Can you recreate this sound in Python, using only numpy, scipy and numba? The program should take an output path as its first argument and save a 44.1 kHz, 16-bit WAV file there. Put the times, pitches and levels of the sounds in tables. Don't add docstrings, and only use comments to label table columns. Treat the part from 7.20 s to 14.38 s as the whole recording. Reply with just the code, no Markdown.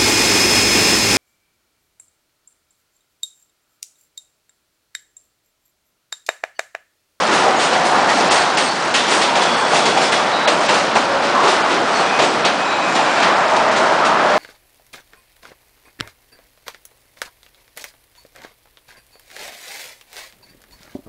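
import sys
import numpy as np
from scipy import signal
from scipy.fft import rfft, irfft
from scipy.io import wavfile
from scipy.ndimage import uniform_filter1d
from numba import njit

SR = 44100
rng = np.random.default_rng(int(sys.argv[2]) if len(sys.argv) > 2 else 0)


def nominal_scale(level):
    x = np.asarray(level, float) / 20
    return 10 ** x


def inscribe(sig):
    pcm = np.round(np.clip(np.atleast_2d(sig).T, -1, 1) * 32767)
    wavfile.write(sys.argv[1], SR, pcm.astype(np.int16))


N = 316631
TIME = np.arange(N) / SR
FREQ = np.fft.rfftfreq(N, 1 / SR)


def level(x):
    return x / np.sqrt(np.mean(x ** 2))


def colour(x, points, lo_hz, hi_hz, order=3):
    hz, db = np.transpose(points)
    f = FREQ + 1
    low_skirt = 1 + (lo_hz / f) ** (2 * order)
    high_skirt = 1 + (f / hi_hz) ** (2 * order)
    tint = nominal_scale(np.interp(np.log(f), np.log(hz), db))
    return level(irfft(rfft(x) * tint / np.sqrt(low_skirt * high_skirt), N))


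def walk(rate):
    k = int(SR / rate)
    steps = np.repeat(rng.standard_normal(N // k + 1), k)
    return 1.02 * uniform_filter1d(uniform_filter1d(steps, k), k)[:N]


def grit(spread_db):
    return rng.standard_normal(N) * nominal_scale(spread_db * walk(900))


def swell(rise, t60, count):
    t = np.arange(count) / SR
    shape = (1 - np.exp(-t / max(rise, 1 / SR))) * 1000 ** (-t / max(t60, 100 / SR))
    return shape / shape.max()


def hold(rise, t60, count):
    t = np.arange(count) / SR
    return (1 - np.exp(-t / max(rise, 1 / SR))) * 1000 ** (-(t / t60) ** 3)


# (time [s], rolling load [dB], closeness of the wheels [dB], rail resonance [Hz])
PASSING = [(0.0, -15.5, 0, 794), (0.92, -15.5, -1.5, 797), (0.98, -14.5, 1.5, 807),
           (1.58, -20.5, -0.5, 800), (2.34, -18, 0.5, 817), (2.72, -18, 0, 757), (3.22, -17.5, -2.5, 810),
           (3.32, -15, -7, 730), (3.46, -18, 3.5, 776), (3.88, -18.5, -2, 776), (4.28, -15, -1, 831),
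           (5.4, -18.5, 0, 763), (5.48, -17.5, -1.5, 846), (6.06, -13, 2, 784), (6.16, -16, 0.5, 845),
           (6.24, -14, -1.5, 738), (6.32, -15, 0, 854), (7.18, -13, -1, 799)]
MEAN_LOAD_DB = -18


def train():
    s, load_db, close_db, hz = np.transpose(PASSING)
    return [np.interp(TIME, s, c) for c in (load_db - MEAN_LOAD_DB, close_db, hz)]


# (frequency [Hz], level [dB per Hz])
ROLL_TINT = [(15, -59), (25, -37), (86, -25), (188, -7.5), (335, -4), (420, -4.5), (629, 0), (789, 0),
             (1370, -0.5), (2220, -5), (5350, -10.5), (8420, -20.5), (9550, -25.5), (10300, -20),
             (13400, -59), (22000, -120)]
PART_EDGES_HZ = (450, 1600, 4500)
PART_LEVEL_DB = [
    -26,
    -19.5,
    -24.5,
    -30,
]
LOAD_SHARE = (0.61, 0.77, 0.34, .3)
CLOSE_SHARE = (.2, .01, .6, 1.01)
FADE_DB_PER_S = (-0.29, 0.044, -0.3, -.8)


def rolling(wander_db=1.21, grit_db=3.5):
    load_db, close_db, _ = train()
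    edges = (1, *PART_EDGES_HZ, SR)
    out = 0
    for k, db in enumerate(PART_LEVEL_DB):
        body = colour(grit(grit_db * k / len(PART_LEVEL_DB)), ROLL_TINT, edges[k], edges[k + 1])
        db = db + LOAD_SHARE[k] * load_db + CLOSE_SHARE[k] * close_db + FADE_DB_PER_S[k] * TIME
        out = out + body * nominal_scale(db + wander_db * walk(12))
    return out


# (frequency [Hz], level [dB], t60 [s])
WHEEL_MODES = [(1900, 4, 0.17), (2480, -8.5, 0.14), (2570, -1, .25), (2715, 1.5, .2), (3370, -3.5, 0.27),
               (3940, -15, 0.19), (4430, 1.5, .3), (5250, -10.5, 0.4), (5980, -17, 0.21), (7040, -2, 0.29),
               (7330, -13.5, .3), (8100, -13.5, .3), (8470, -11, 0.36)]


def wheel_rings(chance, count, scatter_db=12, detune=0.024):
    hz, db, t60 = np.transpose(WHEEL_MODES)[:, :, None]
    pitch, size, phase = chance[:, :, None]
    t = TIME[:count]
    tones = np.sin(2 * np.pi * (hz * (1 + detune * (pitch - .5)) * t + phase))
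    return np.sum(nominal_scale(db - scatter_db * size) * tones * 1000 ** (-t / t60), axis=0)


# (time [s], crash level [dB], sizzle relative to crash [dB], thud relative to crash [dB])
NEAR_JOINTS = [(0.521, -18.5, -32, 12), (0.6494, -24.5, 1.5, -12), (0.8886, -12.5, -14, -7),
               (1.0024, -22.5, -29, 18), (1.108, -11, -4, -4), (1.37, -9, -10, 1), (1.7387, -7, -11.5, -7),
               (1.878, -16, -8, 6), (2.0133, -10.5, -23, -6), (2.152, -12, -17, 6), (2.2186, -18.5, -7, -2),
               (2.654, -13, -10, 6), (2.7694, -14.5, -16, 7), (2.9196, -12, -13, 1), (3.272, -8.5, -15, 4),
               (3.486, -11.5, -19, 7.5), (3.539, -17.5, -9, -3), (3.752, -12, -15, 6.5),
               (4.2358, -18, -14, 9), (4.7894, -15, -26, 8), (4.988, -9, -23, 8.5), (5.02, -19, -8, -3),
               (5.2423, -8.5, -20, 4.5), (5.75, -10.5, -19, 2), (5.998, -28, -7, -6),
               (6.023, -9.5, -35, -2), (6.363, -19, -15, 12), (6.51, -22, -13, -9), (6.5606, -14.5, -13, 5),
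               (6.848, -12, -16, 2)]
# (time [s], crash level [dB], sizzle relative to crash [dB], thud relative to crash [dB])
DISTANT_JOINTS = [(0.1098, -13, -8.5, -4), (0.388, -12, -10.5, -16), (1.908, -16, -4.5, 4),
                  (2.506, -14.5, -8.5, 10.5), (2.5414, -16, -9, -3.5), (2.809, -18, -6, 3),
                  (3.4194, -24, -22, 4), (4.0194, -16.5, -18, -2), (4.1896, -20, -22, 4),
                  (4.2694, -13.5, -10, -3), (4.4947, -15, -19, 5)]
# (frequency [Hz], level [dB per Hz])
CRASH_TINT = [(88, -46), (150, -5.5), (279, -3), (586, 5), (792, 5.5), (1580, -5.5), (1990, -7), (3690, -9),
              (6740, -11.5), (10300, -18.5), (13400, -49), (22000, -120)]
NEAR_RISE_S, FAR_RISE_S = 0.0032, .021
CRASH_T60_S, CRASH_SHORTER_PER_S = 0.62, 0.045


def joints(crash_db=-9, sizzle_db=-0.5, thud_db=-3, thud_slow=1.04, sizzle_slow=0.93, ring_db=-8,
           crack=.6, crack_t60=0.018):
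    clatter = grit(0.75)
    crash = colour(clatter, CRASH_TINT, 1750, 4200)
    sizzle = colour(clatter, CRASH_TINT, 6000, SR)
    thud = colour(grit(1.4), CRASH_TINT, 0.88, 1600)
    axles = [(*row, NEAR_RISE_S) for row in NEAR_JOINTS]
    axles += [(*row, FAR_RISE_S) for row in DISTANT_JOINTS]
    chance = rng.random((len(axles), 3, len(WHEEL_MODES)))
    out = np.zeros(N)
    for (s, db, top_db, low_db, rise), blow in zip(axles, chance):
        t60 = CRASH_T60_S - CRASH_SHORTER_PER_S * s
        start = int(s * SR)
        on = slice(start, min(N, start + SR // 2))
        n = on.stop - on.start
        first = 1 + crack * 1000 ** (-TIME[:n] / crack_t60)
        burst = crash[on] * swell(rise, t60, n) * first
        burst += nominal_scale(ring_db) * wheel_rings(blow, n) * swell(rise, 2, n)
        burst += nominal_scale(top_db + sizzle_db) * sizzle[on] * swell(rise, sizzle_slow * t60, n) * first
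        burst += nominal_scale(low_db + thud_db) * thud[on] * swell(thud_slow * rise, thud_slow * t60, n) * first
        out[on] += nominal_scale(db + crash_db) * burst
    return out


# (time [s], level [dB], centre [Hz])
HARD_KNOCKS = [
    (1.742, -25, 3000),
    (2.923, -15, 2500),
    (3.277, -19, 3500),
    (3.488, -21, 3000),
    (3.755, -19, 1500),
    (4.99, -21, 3000),
    (5.248, -20, 3500),
    (6.001, -25, 4500),
    (6.026, -21, 3500),
    (6.364, -21, 5200),
]
KNOCK_CYCLES_RISE, KNOCK_CYCLES_T60, KNOCK_WIDTH = 7, 250, 1.42


def knocks():
    out, contact = np.zeros(N), grit(3.7)
    tint = [(20, 0), (1000, 0), (20000, -40)]  # (Hz, dB)
    for s, db, hz in HARD_KNOCKS:
        blow = colour(contact, tint, hz / KNOCK_WIDTH, hz * KNOCK_WIDTH)
        start = int(s * SR)
        shape = swell(KNOCK_CYCLES_RISE / hz, KNOCK_CYCLES_T60 / hz, N - start)
        out[start:] += nominal_scale(db) * blow[start:] * shape
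    return out


# (time [s], mode [Hz], level [dB], t60 [s])
PLATES = [(.08, 360, -25, .9), (.2, 756, -20.5, 1.2), (.24, 503, -18, 0.35), (.54, 760, -22, 1.2),
          (.72, 890, -21, 0.86), (.93, 302, -26.5, 0.58), (.93, 726, -23, 1.8), (1.9, 342, -23.5, 0.56),
          (2.5, 744, -25, .99), (2.74, 735, -22, .7), (1.742, 2900, -19.5, 0.32), (2.05, 950, -24, 1.6),
          (2.9, 588, -28.5, 2.8), (3.27, 616, -21, 0.73), (3.48, 880, -22, .6), (3.752, 816, -14, 0.19),
          (3.85, 563, -35, 3.7), (4.14, 1070, -15, 0.75), (4.23, 372, -19.5, .5), (4.5, 344, -21.5, .47),
          (5.0, 376, -23, 0.58), (5.248, 3100, -18, 0.16), (5.72, 824, -20.5, 1.4), (5.9, 687, -26.5, 1.7),
          (6.15, 640, -29, 2), (6.3, 920, -19, .8), (6.55, 640, -27.5, 4.1), (6.65, 920, -25, 1.2),
          (6.82, 1240, -20, 0.98), (7.0, 600, -23.5, 3.8)]
PLATE_WIDTH, PLATE_NARROWS = 0.13, 1
PLATE_RISE_S, PLATE_SLOWS, PLATE_LONGEST_RISE_S = 0.022, 1.1, 0.069


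def girders():
    out, rough = np.zeros(N), rfft(rng.standard_normal(N))
    for s, hz, db, t60 in PLATES:
        width = PLATE_WIDTH * hz / t60 ** PLATE_NARROWS
        rise = min(PLATE_RISE_S * t60 ** PLATE_SLOWS, PLATE_LONGEST_RISE_S)
        peak = 1 / (1 + ((FREQ - hz) / (0.78 * width)) ** 2)
        boom = level(irfft(rough * np.minimum(FREQ / hz, 1) ** 2 * peak, N))
        start = int(s * SR)
        out[start:] += nominal_scale(db) * boom[start:] * swell(rise, t60, N - start)
    return out


# (time [s], mode [Hz], level [dB], length [s])
WHEEL_SONGS = [(.36, 6800, -41, 0.53), (.38, 8470, -46, .6), (.62, 9550, -52, .5), (.68, 3940, -45, 1.0),
               (.88, 1900, -28, 0.18), (1.12, 8480, -43, 0.4), (1.15, 4430, -40, 0.58),
               (1.39, 8400, -46, 0.45), (1.44, 4430, -39, .5), (1.76, 3530, -37, .6), (1.74, 6780, -40, .4),
               (1.9, 8120, -41, .53), (2.0, 8500, -48, 0.44), (2.36, 8113, -48, .6), (2.78, 5250, -42, .7),
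               (3.1, 3870, -38, .71), (3.26, 8400, -53, .8), (3.82, 5300, -49, .6), (4.8, 2370, -40, .8),
               (4.71, 4400, -42, 0.44), (4.71, 8100, -50, .6), (4.72, 5980, -48, 1.0), (5.0, 8030, -49, .6),
               (5.45, 3880, -42, .8), (5.76, 2800, -35, .25), (6.03, 1900, -33, 0.24)]
# (time [s], mode [Hz], level [dB], length [s])
FLANGE_SQUEALS = [(2.19, 3390, -33.5, 1.0), (2.2, 4452, -44, 2.0), (2.58, 3390, -39, 1.0),
                  (2.85, 3400, -41, .8), (4.76, 2500, -41, 1.9), (5.3, 2519, -41, 2.6),
                  (5.4, 2358, -43, 3.0), (5.35, 7330, -55, 4.0), (3.8, 553, -34, 1.6),
                  (5.85, 2420, -43, 2.2), (6.05, 642, -31, 3.2)]
SONG_WIDTH_HZ, SQUEAL_WIDTH_HZ, SONG_RISE_SHARE = 150, 22, 0.032


def wheels(flutter_db=3.6):
    out, slip = np.zeros(N), nominal_scale(flutter_db * walk(40))
    for table, width in ((FLANGE_SQUEALS, SQUEAL_WIDTH_HZ), (WHEEL_SONGS, SONG_WIDTH_HZ)):
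        for s, hz, db, length in table:
            start = int(s * SR)
            n = min(N - start, 2 * SR)
            wander = np.cumsum(rng.standard_normal(2 * SR)) * np.sqrt(2 * np.pi * width / SR)
            line = np.sin(2 * np.pi * hz * TIME[:n] + uniform_filter1d(wander, size=30)[:n])
            line *= np.roll(slip, rng.integers(N))[:n]
            shape = hold(SONG_RISE_SHARE * length / 2, length / 2, n)
            out[start:start + n] += nominal_scale(db + 10) * line * shape
    return out


@njit
def resonance(x, hz, width_hz):
    y, b, l = np.empty(len(x)), 0., 0.
    for i in range(len(x)):
        g, k = np.tan(np.pi * hz[i] / SR), width_hz / hz[i]
        v = (b + g * (x[i] - l)) / (1 + g * (g + k))
        b, l, y[i] = 2 * v - b, l + 2 * g * v, k * v
    return y


def rail_ring(width_hz=450.0, ring_db=-27, load_share=0.79):
    load_db, _, hz = train()
    once = resonance(rng.standard_normal(N), hz, width_hz)
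    twice = resonance(once, hz, width_hz)
    return level(twice) * nominal_scale(ring_db + load_share * load_db)


def scene():
    mix = rolling() + joints() + knocks() + girders() + wheels() + rail_ring()
    return mix[None, :]


def low_pass(x):
    return signal.sosfilt(signal.butter(12, 11290, fs=SR, output="sos"), x)


# (time [s], length [s], lost above [Hz])
TREBLE_GAPS = [(0.625, .012, 8600), (1.091, 0.011, 6000), (1.36, .012, 7700), (1.706, .032, 9300),
               (1.722, 0.013, 7800), (2.9, .018, 8700), (3.26, 0.015, 4900), (3.462, .026, 9500),
               (3.474, 0.014, 8060), (3.733, 0.0098, 8000), (5.241, 0.0071, 4470), (6.501, .012, 7000),
               (6.825, .016, 9200)]
TOP_HZ = 9995
PATCH_SHARE, PATCH_FROM_HZ, LEAK = .02, 5200, .06


def record(dry):
    soft = 1.4 * np.tanh(dry[0] / 1.4)
    top_cut = 1 / (1 + (FREQ / TOP_HZ) ** 160) + .008 * (FREQ < 10800)
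    cut = irfft(rfft(soft) * top_cut, N)
    hz, t, cells = signal.stft(cut, SR, nperseg=256)
    chance = rng.random((len(hz) // 4 + 1, len(t) // 4 + 1))
    chance = np.kron(chance, np.ones((4, 4)))[:len(hz), :len(t)]
    lost = (chance < PATCH_SHARE) & (hz[:, None] > PATCH_FROM_HZ)
    for s, length, above_hz in TREBLE_GAPS:
        lost |= (hz[:, None] > above_hz) & (t > s) & (t < s + length) & (chance > LEAK)
    out = signal.istft(cells * ~lost, SR, nperseg=256)[1][:N]
    faded_in = out * np.minimum(TIME / 0.0015, 1)
    return low_pass(np.clip(faded_in, -1, 1)[None, :])


dry = scene()
out = record(dry)
inscribe(out)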